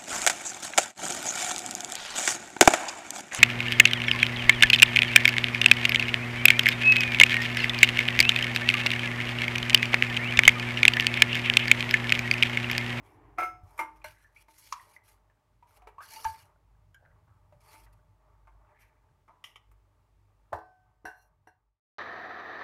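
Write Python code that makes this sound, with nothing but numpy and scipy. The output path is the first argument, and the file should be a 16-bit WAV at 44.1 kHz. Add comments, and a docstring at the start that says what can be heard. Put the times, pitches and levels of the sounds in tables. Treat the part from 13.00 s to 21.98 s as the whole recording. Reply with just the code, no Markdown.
"""A rustle of sleeve and hand, then a small steel dish is set down on a counter: decaying modes and short clatter.
A steel ladle stirs thin curry in a steel pot: struck modes knock, rough noise scrapes and groans along the wall,
gliding sine bubbles plop and dribble, and coloured noise washes. The handle taps the rim; late on the pot,
in the hand, clunks as it is tipped to pour and the stem slides on the rim.
Decaying noise echoes it as a small hard room over hum, rumble and hiss; everything fades out at the end."""
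import sys
import numpy as np
from scipy import signal
from scipy.fft import rfft, irfft, next_fast_len
from scipy.io import wavfile
from scipy.ndimage import uniform_filter1d

SR = 44100
rng = np.random.default_rng(int(sys.argv[2]) if len(sys.argv) > 2 else 0)


def generate_wav(signal):
    """Clip the signal to [-1, 1] and save it as 16-bit WAV at the path in sys.argv[1]."""
    frames = np.transpose(np.atleast_2d(signal))
    scaled = np.clip(frames, -1, 1) * 32767
    pcm = np.round(scaled).astype(np.int16)
    wavfile.write(sys.argv[1], SR, pcm)


N = 396190
T = np.arange(N) / SR

# Ring modes of the full pot on its board: f/Hz, relative level/dB, full-length t60/s
POT_MODES = [(313, -23.5, 1), (433, -35.5, 0.23), (622, -12, 0.22), (657, -18.5, 0.22), (896, 0, 0.39),
             (1065, -20.5, 0.16), (1220, -5, 0.11), (1447, -18, 0.3), (1650, -18.5, 0.11),
             (2124, -1.5, 0.22), (2310, -6, 0.16), (2510, -23, 0.097), (3070, -28, 0.24),
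             (3970, -36.5, 0.15), (5300, -37, 0.29), (5630, -39.5, 0.2), (5770, -32.5, .25),
             (7340, -35.5, .25), (8600, -39, .22), (10000, -34, 0.27), (9750, -34, .2)]
# Bending modes of the ladle's stem, damped by the hand: f/Hz, relative level/dB, full-length t60/s
STEM_MODES = [(1484, -2, 0.26), (1596, -4.5, .18), (2770, -9.5, 0.29), (4180, -10, .24),
              (4230, -15.5, 0.16), (5940, -14, 0.16), (5680, -20.5, 0.36), (9700, -25, 0.25),
              (11410, -21, 0.16), (11400, -27, .17)]
# Low background: t/s, hum level/dB, rumble level/dB
LOW_LEVELS = [(0, -62, -61), (.6, -61, -64), (1.3, -66, -70), (2.1, -72, -75), (2.8, -65, -68),
              (3.5, -66, -70), (4.3, -64, -63), (4.9, -59, -65), (5.8, -65, -68), (6.3, -73, -74),
              (6.7, -62, -72), (7.3, -61, -73), (7.7, -69, -72), (8.6, -60, -68)]


def undb(db):
    """Decibels to gain."""
    return 10 ** (np.asarray(db) / 20)


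def unit(x):
    """Scale to rms 1."""
    return x / np.sqrt(np.mean(x ** 2))


def curve(rows, axis=1):
    """Draw one column of a (t/s, ..) table as a line through every sample."""
    rows = np.array(rows)
    return np.interp(T, rows[:, 0], rows[:, axis])


def add(out, s, x):
    """Mix x in from time s on."""
    i = int(s * SR)
    out[i:i + len(x)] += x[:N - i]


def colour(x, points, tilt_db=0):
    """Filter by a (f/Hz, level/dB) spectrum with an extra tilt per octave; causal, rms 1."""
    hz, db = np.transpose(points)
    size = 2 * next_fast_len(len(x) // 2 + 1, True)
    octave = np.log2(np.maximum(np.fft.rfftfreq(size, 1 / SR), 1))
    gain_db = np.interp(octave, np.log2(hz), db + tilt_db * np.log2(hz / hz[0]))
    gain_db -= 20 * np.maximum(np.log2(hz[0]) - octave, 0)  # roll-off below the lowest point
    # folding the cepstrum gives minimum phase, so nothing sounds ahead of its cause
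    cepstrum = irfft(np.log(undb(gain_db)))
    cepstrum[1:size // 2] *= 2
    cepstrum[size // 2 + 1:] = 0
    response = np.exp(rfft(cepstrum))
    return unit(irfft(rfft(x, size) * response)[:len(x)])


def noise(points, tilt_db=0, size=N):
    """Coloured noise, rms 1."""
    return colour(rng.standard_normal(size), points, tilt_db)


def decay(t, t60):
    """Falls 60 dB in t60 seconds."""
    return np.exp(-np.log(1000) * t / max(t60, 1 / SR))


def swell(s, rise, t60):
    """Builds to a crest at time s, then dies away."""
    build = np.exp(-(np.minimum(T - s, 0) / rise) ** 2)
    return build * decay(np.clip(T - s, 0, 2), t60)


def walk(rate):
    """Slow chance with a spread near 1, turning at random points, rate of them a second."""
    knots = rng.standard_normal(1024)
    return np.interp(T * rate, np.arange(len(knots)), knots)


def ring(modes, t, length=1, tilt_db=0):
    """Decaying partials; a harder contact tilts them up, a longer contact damps them."""
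    total = np.zeros(len(t))
    for hz, db, t60 in modes:
        level = undb(db + tilt_db * np.log2(hz / 1000))
        total += level * decay(t, t60 * length) * np.sin(2 * np.pi * hz * t)
    return total


def blows(hits, modes, spectrum, contact_s=0.00084):
    """Each blow starts the long ring and a short clatter of crowded modes, returned as two layers."""
    rings, clatter, t = np.zeros(N), np.zeros(N), T[:SR]
    push = 1 - np.exp(-t / contact_s)
    for s, ring_db, length, ring_tilt_db, clatter_db, t60, tilt_db in hits:
        add(rings, s, undb(ring_db) * push * ring(modes, t, length, ring_tilt_db))
        crowded = noise(spectrum, tilt_db, size=SR)
        add(clatter, s, undb(clatter_db) * push * decay(t, t60) * crowded)
    return np.array([rings, clatter])


def dish_blows():
    """The empty steel dish lands in a few quick blows that excite its modes."""
    # Ring modes: f/Hz, relative level/dB, full-length t60/s
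    modes = [(330, -21.5, 0.35), (729, -5, 0.59), (1255, -15, 0.3), (1324, -5, 0.29), (2147, -11.5, 0.2),
             (2690, -27.5, 0.11), (4624, -53.5, 0.15), (5217, -35, 0.38), (6070, -33, 0.24),
             (6455, -37, 0.33), (7768, -50, 0.32), (9080, -39, 0.28), (9905, -44, 0.23), (9600, -41, 0.23),
             (11000, -36, 0.18), (11650, -44, 0.27), (13000, -46.5, 0.26), (13790, -40, 0.17)]
    # Clatter spectrum: f/Hz, relative level/dB
    spectrum = [(120, -68), (200, -55.5), (328, -14), (579, -21.5), (722, -8.5), (821, -17.5),
                (1230, -10.5), (1320, -1.5), (1420, -6.5), (1870, -24), (2170, -9), (3190, -35),
                (7410, -48), (10900, -45.5), (16000, -50)]
    # Blows: t/s, ring level/dB, ring length/share of t60, ring tilt/dB per octave,
    # clatter level/dB, clatter t60/s, clatter tilt/dB per octave
    hits = [(.376, -47.5, 1, -12, -46.5, 0.04, 0), (.383, -23.5, 1, 0, -26.5, 0.19, 1),
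            (.392, -31.5, 1, 1, -34, 0.1, -1), (.403, -45, 0.81, 1.5, -31, .08, 3.5),
            (.417, -31, 0.74, 0, -34, 0.092, -5.5), (.4245, -27.5, 0.93, -0.5, -32.5, 0.12, 1),
            (.4305, -26.5, 1, 2, -41.5, 0.23, 5.5)]
    return blows(hits, modes, spectrum)


def pot_blows():
    """Knocks on the full pot on its board ring the pot's own modes."""
    # Clatter spectrum: f/Hz, relative level/dB
    spectrum = [(200, -37), (340, -2.5), (400, -13), (620, -5.5), (900, 6), (1250, 4.5), (1800, -10),
                (2200, -3.5), (3200, -23), (4300, -27.5), (7500, -28), (13000, -26.5), (16000, -39.5)]
    # Blows: t/s, ring level/dB, ring length/share of t60, ring tilt/dB per octave,
    # clatter level/dB, clatter t60/s, clatter tilt/dB per octave
    hits = [(.777, -66, 0.45, 13, -45.5, 0.14, 5), (.7905, -26.5, 0.77, 1, -28, 0.15, 1.5),
            (.808, -46, 0.91, 4, -35, 0.13, -3), (1.0425, -39, 0.24, 4.5, -39.5, 0.061, 4),
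            (1.483, -55, 0.5, -6.5, -48, 0.033, 0.5), (4.739, -52, 0.76, -4.5, -51, 0.038, -11),
            (5.472, -58.5, 0.52, -2.5, -55.5, 0.093, -2.5), (6.279, -64.5, 0.46, 2.5, -56, 0.12, -2),
            (6.714, -67.5, 0.38, -6, -60, 0.051, 5)]
    return blows(hits, POT_MODES, spectrum)


def held_pot_blows():
    """In the hand the pot has another set of modes, heard as it clunks when tipped to pour."""
    # Ring modes: f/Hz, relative level/dB, full-length t60/s
    modes = [(329, -5.5, 0.57), (433, -4.5, 0.63), (610, -17.5, 0.48), (739, -1, 1.49), (865, -11.5, 0.18),
             (950, 4, 0.16), (1532, -7.5, 1.54), (1574, -24, 0.32), (2660, -23.5, 0.57), (3300, -42, 0.74),
             (4095, -31, 0.68), (4620, -34, 0.817), (5370, -41, 1.5), (5700, -33, 0.41), (7000, -51, 0.34),
             (8489, -53.5, .7), (10400, -36, 0.41), (11300, -44, 0.35), (11900, -40.5, 0.46)]
    # Clatter spectrum: f/Hz, relative level/dB
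    spectrum = [(200, -38), (330, -19), (380, -10), (440, -12.5), (530, -14), (640, 4), (940, 0.5),
                (1300, -15.5), (1750, -12), (2300, -34.5), (4200, -39.5), (13000, -49), (16000, -51)]
    # Blows: t/s, ring level/dB, ring length/share of t60, ring tilt/dB per octave,
    # clatter level/dB, clatter t60/s, clatter tilt/dB per octave
    hits = [(7.522, -68, 0.15, 2, -27, 0.026, -11), (7.5285, -44, 0.58, 2.5, -21, 0.074, 0),
            (7.549, -54.5, 0.54, -6, -40, 0.041, 1), (7.558, -61, 0.16, -3, -43.5, 0.063, 4),
            (7.586, -67, 0.19, -9, -40, 0.048, 2), (8.046, -58, 0.048, -20, -51, .04, -1),
            (8.0525, -31.5, 0.24, 3.5, -38.5, 0.3, 3.5), (8.076, -37, 0.14, -0.5, -55.5, 0.07, -1),
            (8.471, -46.5, 0.16, -2.5, -47.5, 0.14, 2.5)]
    return blows(hits, modes, spectrum)


def ladle_blows():
    """The ladle's cup answers its own knocks with mostly short modes."""
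    # Ring modes: f/Hz, relative level/dB, full-length t60/s
    modes = [(1000, -2.5, 0.56), (1140, 1.5, 0.072), (1240, -3.5, .16), (1620, -16, .08), (2500, -14, .08),
             (4140, -16.5, .08), (5600, -14.5, .12), (6450, -11.5, 0.11), (7240, -16.5, .12)]
    # Clatter spectrum: f/Hz, relative level/dB
    spectrum = [(200, -37.5), (480, -28.5), (680, -21), (1000, 12.5), (1230, 7), (1550, -9), (2200, -10),
                (3100, -12), (4300, -13.5), (5600, -6.5), (6900, -8.5), (7700, -21.5), (13000, -26.5),
                (16000, -33)]
    # Blows: t/s, ring level/dB, ring length/share of t60, ring tilt/dB per octave,
    # clatter level/dB, clatter t60/s, clatter tilt/dB per octave
    hits = [(1.585, -65, 0.84, 7, -54, 0.024, 5), (1.7235, -45.5, 0.66, 1.5, -23.5, 0.049, 0),
            (3.244, -51.5, .4, -7, -27.5, 0.024, 0.5), (3.2495, -70, 0.6, 5, -39.5, 0.018, 0.5),
            (6.279, -57, 1, -10, -58, 0.4, -8)]
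    return blows(hits, modes, spectrum)


def stem_blows():
    """Knocks set off the bending modes of the ladle's stem."""
    # Clatter spectrum: f/Hz, relative level/dB
    spectrum = [(500, -33.5), (1300, -10), (1580, 19.5), (1950, 4.5), (2500, -13), (2750, 6), (3100, -20),
                (3850, -12.5), (4200, -11), (4700, -29.5), (5350, -9), (5780, 2), (6500, -22.5),
                (9000, -11), (11400, -9), (16000, -34)]
    # Blows: t/s, ring level/dB, ring length/share of t60, ring tilt/dB per octave,
    # clatter level/dB, clatter t60/s, clatter tilt/dB per octave
    hits = [(1.0425, -43, 0.37, 3, -37.5, 0.079, -7), (1.585, -77.5, 0.47, 3, -53, 0.12, 13.5),
            (8.0525, -27.5, 1, -10.5, -33, 0.12, -0.5), (8.076, -33, 0.62, -16, -43.5, 0.26, -1),
            (8.471, -51.5, 0.99, -4, -47.5, 0.12, -0.5)]
    return blows(hits, STEM_MODES, spectrum)


def rim_blows():
    """The handle taps the rim and sets off short bright modes."""
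    # Ring modes: f/Hz, relative level/dB, full-length t60/s
    modes = [(1150, -4, 0.076), (2010, -6, 0.15), (2266, 0, 0.16), (2880, -11.5, 0.14), (3060, -2, 0.12),
             (3175, -12.5, 0.24), (3145, -8, 0.16), (3350, -15.5, 0.18), (5160, -13, .09), (6930, -13, .14)]
    # Clatter spectrum: f/Hz, relative level/dB
    spectrum = [(150, -48), (250, -41), (468, -12.5), (607, -24), (1180, -8.5), (1670, -30.5), (1950, -5.5),
                (2530, -11), (3060, -4), (4410, -31.5), (5350, -18), (7840, -31), (10200, -25.5),
                (14200, -33), (16000, -56)]
    # Blows: t/s, ring level/dB, ring length/share of t60, ring tilt/dB per octave,
    # clatter level/dB, clatter t60/s, clatter tilt/dB per octave
    hits = [(3.944, -71.5, 0.62, 6, -55.5, 0.026, 6), (6.44, -45.5, 0.94, -4, -34, 0.033, 0),
            (6.446, -60.5, .6, 6, -51.5, 0.25, 3), (6.5575, -48.5, 0.45, -1, -47, 0.076, -1.5)]
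    return blows(hits, modes, spectrum)


def pressure(start, length, hardest, let_go_t60=0.18, grip_s=0.0063, ease_db=12):
    """One stroke: the steel grips, presses harder, eases off and lets go."""
    t = T - start
    top = length * np.clip(hardest, .05, .95)
    lean = np.interp(t, [0, top, length], [1, 0, 1])  # the ends are ease_db softer than the top
    grip = np.clip(t / grip_s, 0, 1)
    return grip * undb(-ease_db * lean) * decay(np.clip(t - length, 0, 1), let_go_t60)


def wander(x, count=22):
    """As the contact point travels, each narrow band of the steel answers now more, now less."""
    edges = np.geomspace(1200, 16000, count + 1)
    size = 2 ** 19
    spectrum, hz = rfft(x, size), np.fft.rfftfreq(size, 1 / SR)
    band = np.searchsorted(edges[1:-1], hz)
    total = np.zeros(N)
    for k in range(count):
        depth_db = 3.5 * (2500 / max(edges[k], 2500)) ** .4  # shallower in the treble
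        total += irfft(spectrum * (band == k))[:N] * undb(depth_db * walk(30))
    return unit(total)


def grit(centre_hz=4400, spread_octaves=.45, count=9000):
    """Spice grains crushed under the ladle: crowded brief pings of scattered pitch and size."""
    out, t = np.zeros(N), T[:SR // 60]
    for when, size, pitch in zip(rng.random(count), rng.random(count), rng.standard_normal(count)):
        hz = centre_hz * 2 ** (spread_octaves * pitch)
        add(out, when * T[-1], size ** 3 * decay(t, .016) * np.sin(2 * np.pi * hz * t))
    return unit(out)


def scrapes(hiss_db=-1, rasp_db=-1, pot_db=-7, grit_db=-8, wall_db=-1, grain_db=4, judder_db=2.5):
    """Steel slips on steel in dense tiny catches that hiss and keep the pot and the stem ringing."""
    # Strokes along the wall: start t/s, length/s, hardest point/share of length,
    # hiss level/dB and rasp level/dB, both ahead of the layer trims
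    strokes = [(0.022, 0.14, 0.21, -70.5, -67.5), (0.653, 0.3, 0.08, -70, -74.5),
               (0.954, 0.044, 0, -69, -64), (1.048, .075, 0.17, -53, -51), (1.132, 0.2, 0.4, -72, -74.5),
               (1.344, 0.086, 1, -63, -65), (1.479, 0.34, 0.55, -56.5, -66), (1.763, 0.21, 1, -62.5, -67.5),
               (2.033, 0.12, 0.52, -60.5, -65.5), (2.667, 0.12, 0.91, -64, -66.5),
               (2.866, 0.036, 0.7, -73, -61), (3.009, 0.14, 0.26, -52.5, -59),
               (3.08, 0.35, 0.24, -49.5, -62.5), (3.244, .025, 0.2, -53, -44),
               (3.327, 0.098, 0.36, -82, -58.5), (4.601, 0.24, 0.58, -57, -61.5),
               (4.922, 0.023, 0.4, -66.5, -72), (5.785, 0.084, 0.45, -67.5, -65)]
    # The stem slides on the rim: start t/s, length/s, hardest point/share of length, level/dB,
    # t60/s once the hand stops it
    stem_slide = (8.14, .14, .62, -62.5, .06)
    # Hiss spectrum: f/Hz, relative level/dB
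    hiss_colour = [(1200, -30.5), (2800, -19.5), (3250, -1), (3800, 1.5), (4200, 7), (4550, -2.5),
                   (5000, 1.5), (5700, 6), (7200, -1.5), (11000, 4.5), (13700, -1.5), (15800, -14.5)]
    # Rasp spectrum: f/Hz, relative level/dB
    rasp_colour = [(500, -21.5), (900, -8.5), (1250, 0), (1650, 1), (1900, -1), (2300, 7), (2900, -4.5),
                   (4500, -25.5)]
    # Wall resonances that sing under a hard stroke: f/Hz, relative level/dB, t60/s
    wall_modes = [(2870, -3, .035), (3950, -2, .025), (4260, 1, .035), (4420, 2, .05), (4540, -1, .04),
                  (5600, -5, .03), (5920, -5, .04)]
    firm_db, crush = -48, 0.47  # hiss level of a firm stroke; how fast grit and wall grow with pressure

    grain = np.repeat(rng.standard_normal(N // 16 + 1), 16)[:N]  # a new random level every 16 samples
    catches = rng.standard_normal(N) * undb(grain_db * grain)
    catches = wander(catches * undb(judder_db * walk(70)))

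    hiss = undb(hiss_db) * colour(catches, hiss_colour)
    pot = unit(signal.fftconvolve(catches, ring(POT_MODES, T[:SR // 2], length=0.69))[:N])
    body = undb(rasp_db) * colour(catches, rasp_colour) + undb(pot_db) * pot
    stem = unit(signal.fftconvolve(catches, ring(STEM_MODES, T[:SR // 2], tilt_db=6))[:N])
    stem += .7 * colour(catches, hiss_colour, tilt_db=9)
    wall = unit(signal.fftconvolve(catches, ring(wall_modes, T[:SR // 8]))[:N])

    bright, rough = np.zeros(N), np.zeros(N)
    for start, length, hardest, high_db, mid_db in strokes:
        press = pressure(start, length, hardest)
        bright += undb(high_db) * press
        rough += undb(mid_db) * press
    # a harder press crushes more grains and makes the wall sing more
    crushed = (bright / undb(firm_db)) ** crush * (undb(grit_db) * grit() + undb(wall_db) * wall)
    start, length, hardest, slide_db, t60 = stem_slide
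    slide = pressure(start, length, hardest, t60) * undb(slide_db) * stem
    return bright * (hiss + crushed) + rough * body + slide


def groans():
    """The ladle grips and slips in step with one mode of the pot: it swells, then rings out."""
    # Groans: crest t/s, f/Hz, level/dB, swell/s, t60/s
    squeals = [(1.048, 612, -40, 0.0024, 0.15), (3.135, 889, -48.5, .012, 0.11),
               (3.171, 889, -39, .009, 0.11), (3.255, 889, -22, .004, .1), (3.266, 889, -26, .007, .06),
               (3.299, 889, -34, .009, 0.14), (3.348, 889, -44, .01, 0.08), (4.744, 883, -46, 0.004, 0.09)]
    return sum(undb(db) * swell(s, rise, t60) * np.sin(2 * np.pi * hz * T)
               for s, hz, db, rise, t60 in squeals)


def bubble(t, hz, t60, rise):
    """An air pocket rings and glides in pitch; its changing shape makes the pitch unsteady."""
    wobble = .05 * unit(uniform_filter1d(rng.standard_normal(len(t)), size=90))  # octaves
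    pitch_hz = hz * 2 ** (wobble + rise * np.minimum(t, t60))
    return decay(t, t60) * np.sin(2 * np.pi * np.cumsum(pitch_hz) / SR)


def plops(splash_t60=0.085, open_s=0.00067):
    """Pockets of air close behind the ladle, or drips fall from it: single bubbles, each with a small splash."""
    # Plops: t/s, level/dB, starting f/Hz, t60/s, rise/octaves per s (negative falls),
    # splash level/dB relative to the bubble's gain
    pockets = [(1.017, -51, 2510, .05, -5.5, -6), (1.245, -51.5, 1720, 0.095, 4, -28),
               (1.362, -45.5, 2235, 0.087, 6, -30), (1.797, -41.5, 1880, .03, -9, -17),
               (1.964, -36.5, 2040, 0.026, -2, -35), (2.298, -61, 1740, 0.056, -1, -5),
               (2.625, -49, 935, 0.1, 4.5, -11), (2.819, -52.5, 723, 0.25, 1, -3.5),
               (2.871, -44, 443, 0.11, -2, 0), (2.982, -36.5, 1010, 0.17, 11, -16.5),
               (3.005, -42, 1492, 0.11, 10, -5.5), (3.19, -46.5, 1340, 0.037, 1.5, -8.5),
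               (3.251, -27.5, 1620, 0.031, 2, -15), (3.945, -49, 1600, 0.11, -1, -20),
               (4.523, -53, 610, 0.2, -0.5, -7), (4.865, -53.5, 2000, 0.025, -3, -6),
               (5.472, -49.5, 1063, 0.087, -1, -10)]
    splash_colour = [(350, -11), (900, 6.5), (1500, -6.5), (2400, -5), (3500, -19.5), (14000, -31.0)]
    out, t = np.zeros(N), T[:SR // 4]
    opening = 1 - np.exp(-t / open_s)
    for s, db, hz, t60, rise, splash_db in pockets:
        splash = undb(splash_db) * decay(t, splash_t60) * noise(splash_colour, size=len(t))
        add(out, s, undb(db) * opening * (bubble(t, hz, t60, rise) + splash))
    return out


def dribbles(spread_octaves=.17, t60=.03, rise=3, count=160):
    """Curry runs off the ladle: each dribble is a swelling crowd of bubbles of much the same pitch."""
    # Dribbles: crest t/s, level/dB, centre f/Hz, build-up/s, t60/s
    runs = [(1.17, -66.5, 1650, .04, 0.62), (1.39, -73, 2500, 0.038, .25),
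            (4.055, -59.5, 1544, 0.018, 0.21), (4.03, -67, 677, 0.045, .5), (4.29, -68, 1150, 0.017, 0.46),
            (5.81, -69.5, 1990, 0.12, 0.77), (6.29, -60, 950, 0.0077, 0.2)]
    out, t = np.zeros(N), T[:SR // 20]
    for s, db, hz, build, fall in runs:
        crowd = np.zeros(SR // 2)
        for when, size, pitch in zip(rng.random(count), rng.random(count), rng.standard_normal(count)):
            drop_hz = hz * 2 ** (spread_octaves * pitch)
            add(crowd, when * .44, size * bubble(t, drop_hz, t60, rise))
        run = np.zeros(N)
        add(run, s - .2, unit(crowd))  # the crowd starts ahead of the crest
        out += undb(db) * run * swell(s, build, fall)
    return out


def sloshing(rise_s=0.11, t60=1.7, calm_db=-79):
    """Strength of the wash: each push raises a surge that slowly settles to the calm level."""
    # Pushes of ladle or pot: crest t/s, level/dB
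    pushes = [(.8, -62.5), (1.9, -65), (2.78, -67.5), (3.2, -57.5), (4.28, -75.5), (4.721, -64), (5.3, -70),
              (5.64, -66.5), (6.45, -73.5), (7.3, -79.5), (7.9, -75), (8.12, -65.5)]
    surges = [undb(db) * swell(s, rise_s, t60) for s, db in pushes]
    return np.sqrt(undb(calm_db) ** 2 + np.sum(np.square(surges), axis=0))


def swirl(wash_db=1, bubbles_db=-8, count=1200):
    """The curry washes round the pot as fluttering noise, with many tiny bubbles."""
    # Wash spectrum: f/Hz, relative level/dB
    wash_colour = [(200, -24.5), (330, -7.5), (440, 4), (520, -20), (610, 10), (690, -5.5), (880, 9.5),
                   (1030, 0.5), (1160, 5.5), (1450, -8), (2200, -13), (3000, -33.5), (8000, -41.5)]
    bubbles, t = np.zeros(N), T[:SR // 20]
    for when, pitch, size in rng.random((count, 3)):
        add(bubbles, when * T[-1], size ** 4 * bubble(t, 550 * 3 ** pitch, .035, 3))
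    wash = noise(wash_colour) * undb(2 * walk(18) + 2 * walk(8.9))
    return sloshing() * (undb(wash_db) * wash + undb(bubbles_db) * unit(bubbles))


def thuds(rise_s=0.004, t60=0.29):
    """Short low booms of counter, board and pot as dish or pot are handled."""
    # Thuds: t/s, level/dB
    bumps = [(0.633, -51.5), (3.253, -42.5), (7.531, -45.5), (8.05, -52)]
    # Boom spectrum: f/Hz, relative level/dB
    boom_colour = [(45, -12), (85, 0), (125, -14), (200, -30.5), (400, -52)]
    return noise(boom_colour) * sum(undb(db) * swell(s + rise_s, rise_s, t60) for s, db in bumps)


def rustle():
    """Sleeve and hand rub as the dish is carried: soft coloured noise that dies down."""
    # Rustle: t/s, level/dB
    levels = [(0, -59.5), (.3, -59.5), (.45, -67), (.7, -73.5), (1.0, -78.5), (1.3, -110)]
    # Rustle spectrum: f/Hz, relative level/dB
    cloth_colour = [(76, -30), (130, -7.5), (225, -14.5), (292, 2.5), (434, -2), (522, -12.5), (700, -4.5),
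                    (900, -1.5), (1100, -5), (1300, -15), (2290, -17), (5000, -51), (6500, -76),
                    (11000, -120)]
    return undb(curve(levels)) * noise(cloth_colour)


def kitchen(x, low_t60=0.32, high_t60=0.1, split_hz=2500, high_db=-4, gap_s=0.0023):
    """Diffuse echo of a small hard room; the treble dies first."""
    t = T[:SR // 2]
    scatter = rng.standard_normal(len(t))
    low = signal.sosfilt(signal.butter(2, split_hz, fs=SR, output="sos"), scatter)
    high = signal.sosfilt(signal.butter(2, split_hz, "high", fs=SR, output="sos"), scatter)
    echo = low * decay(t, low_t60) - undb(high_db) * high * decay(t, high_t60)
    echo *= t > gap_s
    return signal.fftconvolve(x, echo / np.sqrt(np.sum(decay(t, low_t60) ** 2)))[:N]


def wavering(hz):
    """A tone whose two quadrature parts swell and vanish at random, rms 1."""
    return unit(walk(7) * np.sin(2 * np.pi * hz * T) + walk(7) * np.cos(2 * np.pi * hz * T))


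def hum(drone_hz=49.8, octave_db=-8):
    """A low wavering drone with its octave."""
    tones = unit(wavering(drone_hz) + undb(octave_db) * wavering(2 * drone_hz))
    return tones * undb(curve(LOW_LEVELS))


def rumble(flutter_db=3):
    """Low noise whose level flutters at random."""
    # Rumble spectrum: f/Hz, relative level/dB
    low_colour = [(25, -20), (55, -15), (75, 1.5), (98, 4.5), (130, -3.5), (170, -10), (240, -31),
                  (400, -50.5)]
    return noise(low_colour) * undb(curve(LOW_LEVELS, axis=2) + flutter_db * walk(9))


def air(level_db=-77.5):
    """Faint steady hiss of coloured noise."""
    # Hiss spectrum: f/Hz, relative level/dB
    air_colour = [(100, -7), (300, 0.5), (1000, -11), (2000, -11.5), (4000, -19), (8000, -22), (13500, -26),
                  (16000, -26)]
    return undb(level_db) * noise(air_colour)


def scene(echo_db=-6, ring_echo_db=-20, scrape_echo_db=-14):
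    """Steel and liquid in the room, over the background."""
    struck = [dish_blows(), pot_blows(), held_pot_blows(), ladle_blows(), stem_blows(), rim_blows()]
    rings, clatter = sum(struck)
    rings = rings + groans()
    short = clatter + plops() + dribbles()
    rubbing = scrapes()
    echo = kitchen(undb(echo_db) * short + undb(ring_echo_db) * rings + undb(scrape_echo_db) * rubbing)
    near = rings + short + rubbing + swirl() + thuds() + rustle()
    return (near + echo + hum() + rumble() + air())[None]


def record(dry, top_hz=15700):
    """The sound fades out at the end and a steep low-pass cuts the top."""
    # Fade, held at its first level until it starts: t/s, level/dB
    fade = [(7.6, -2), (8.2, -9.5), (8.5, -10), (8.68, -15.5), (8.8, -35.5), (8.9, -64)]
    low_pass = signal.ellip(8, .2, 70, top_hz, fs=SR, output="sos")
    return signal.sosfilt(low_pass, dry * undb(curve(fade)))


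dry = scene()
out = record(dry)
generate_wav(out)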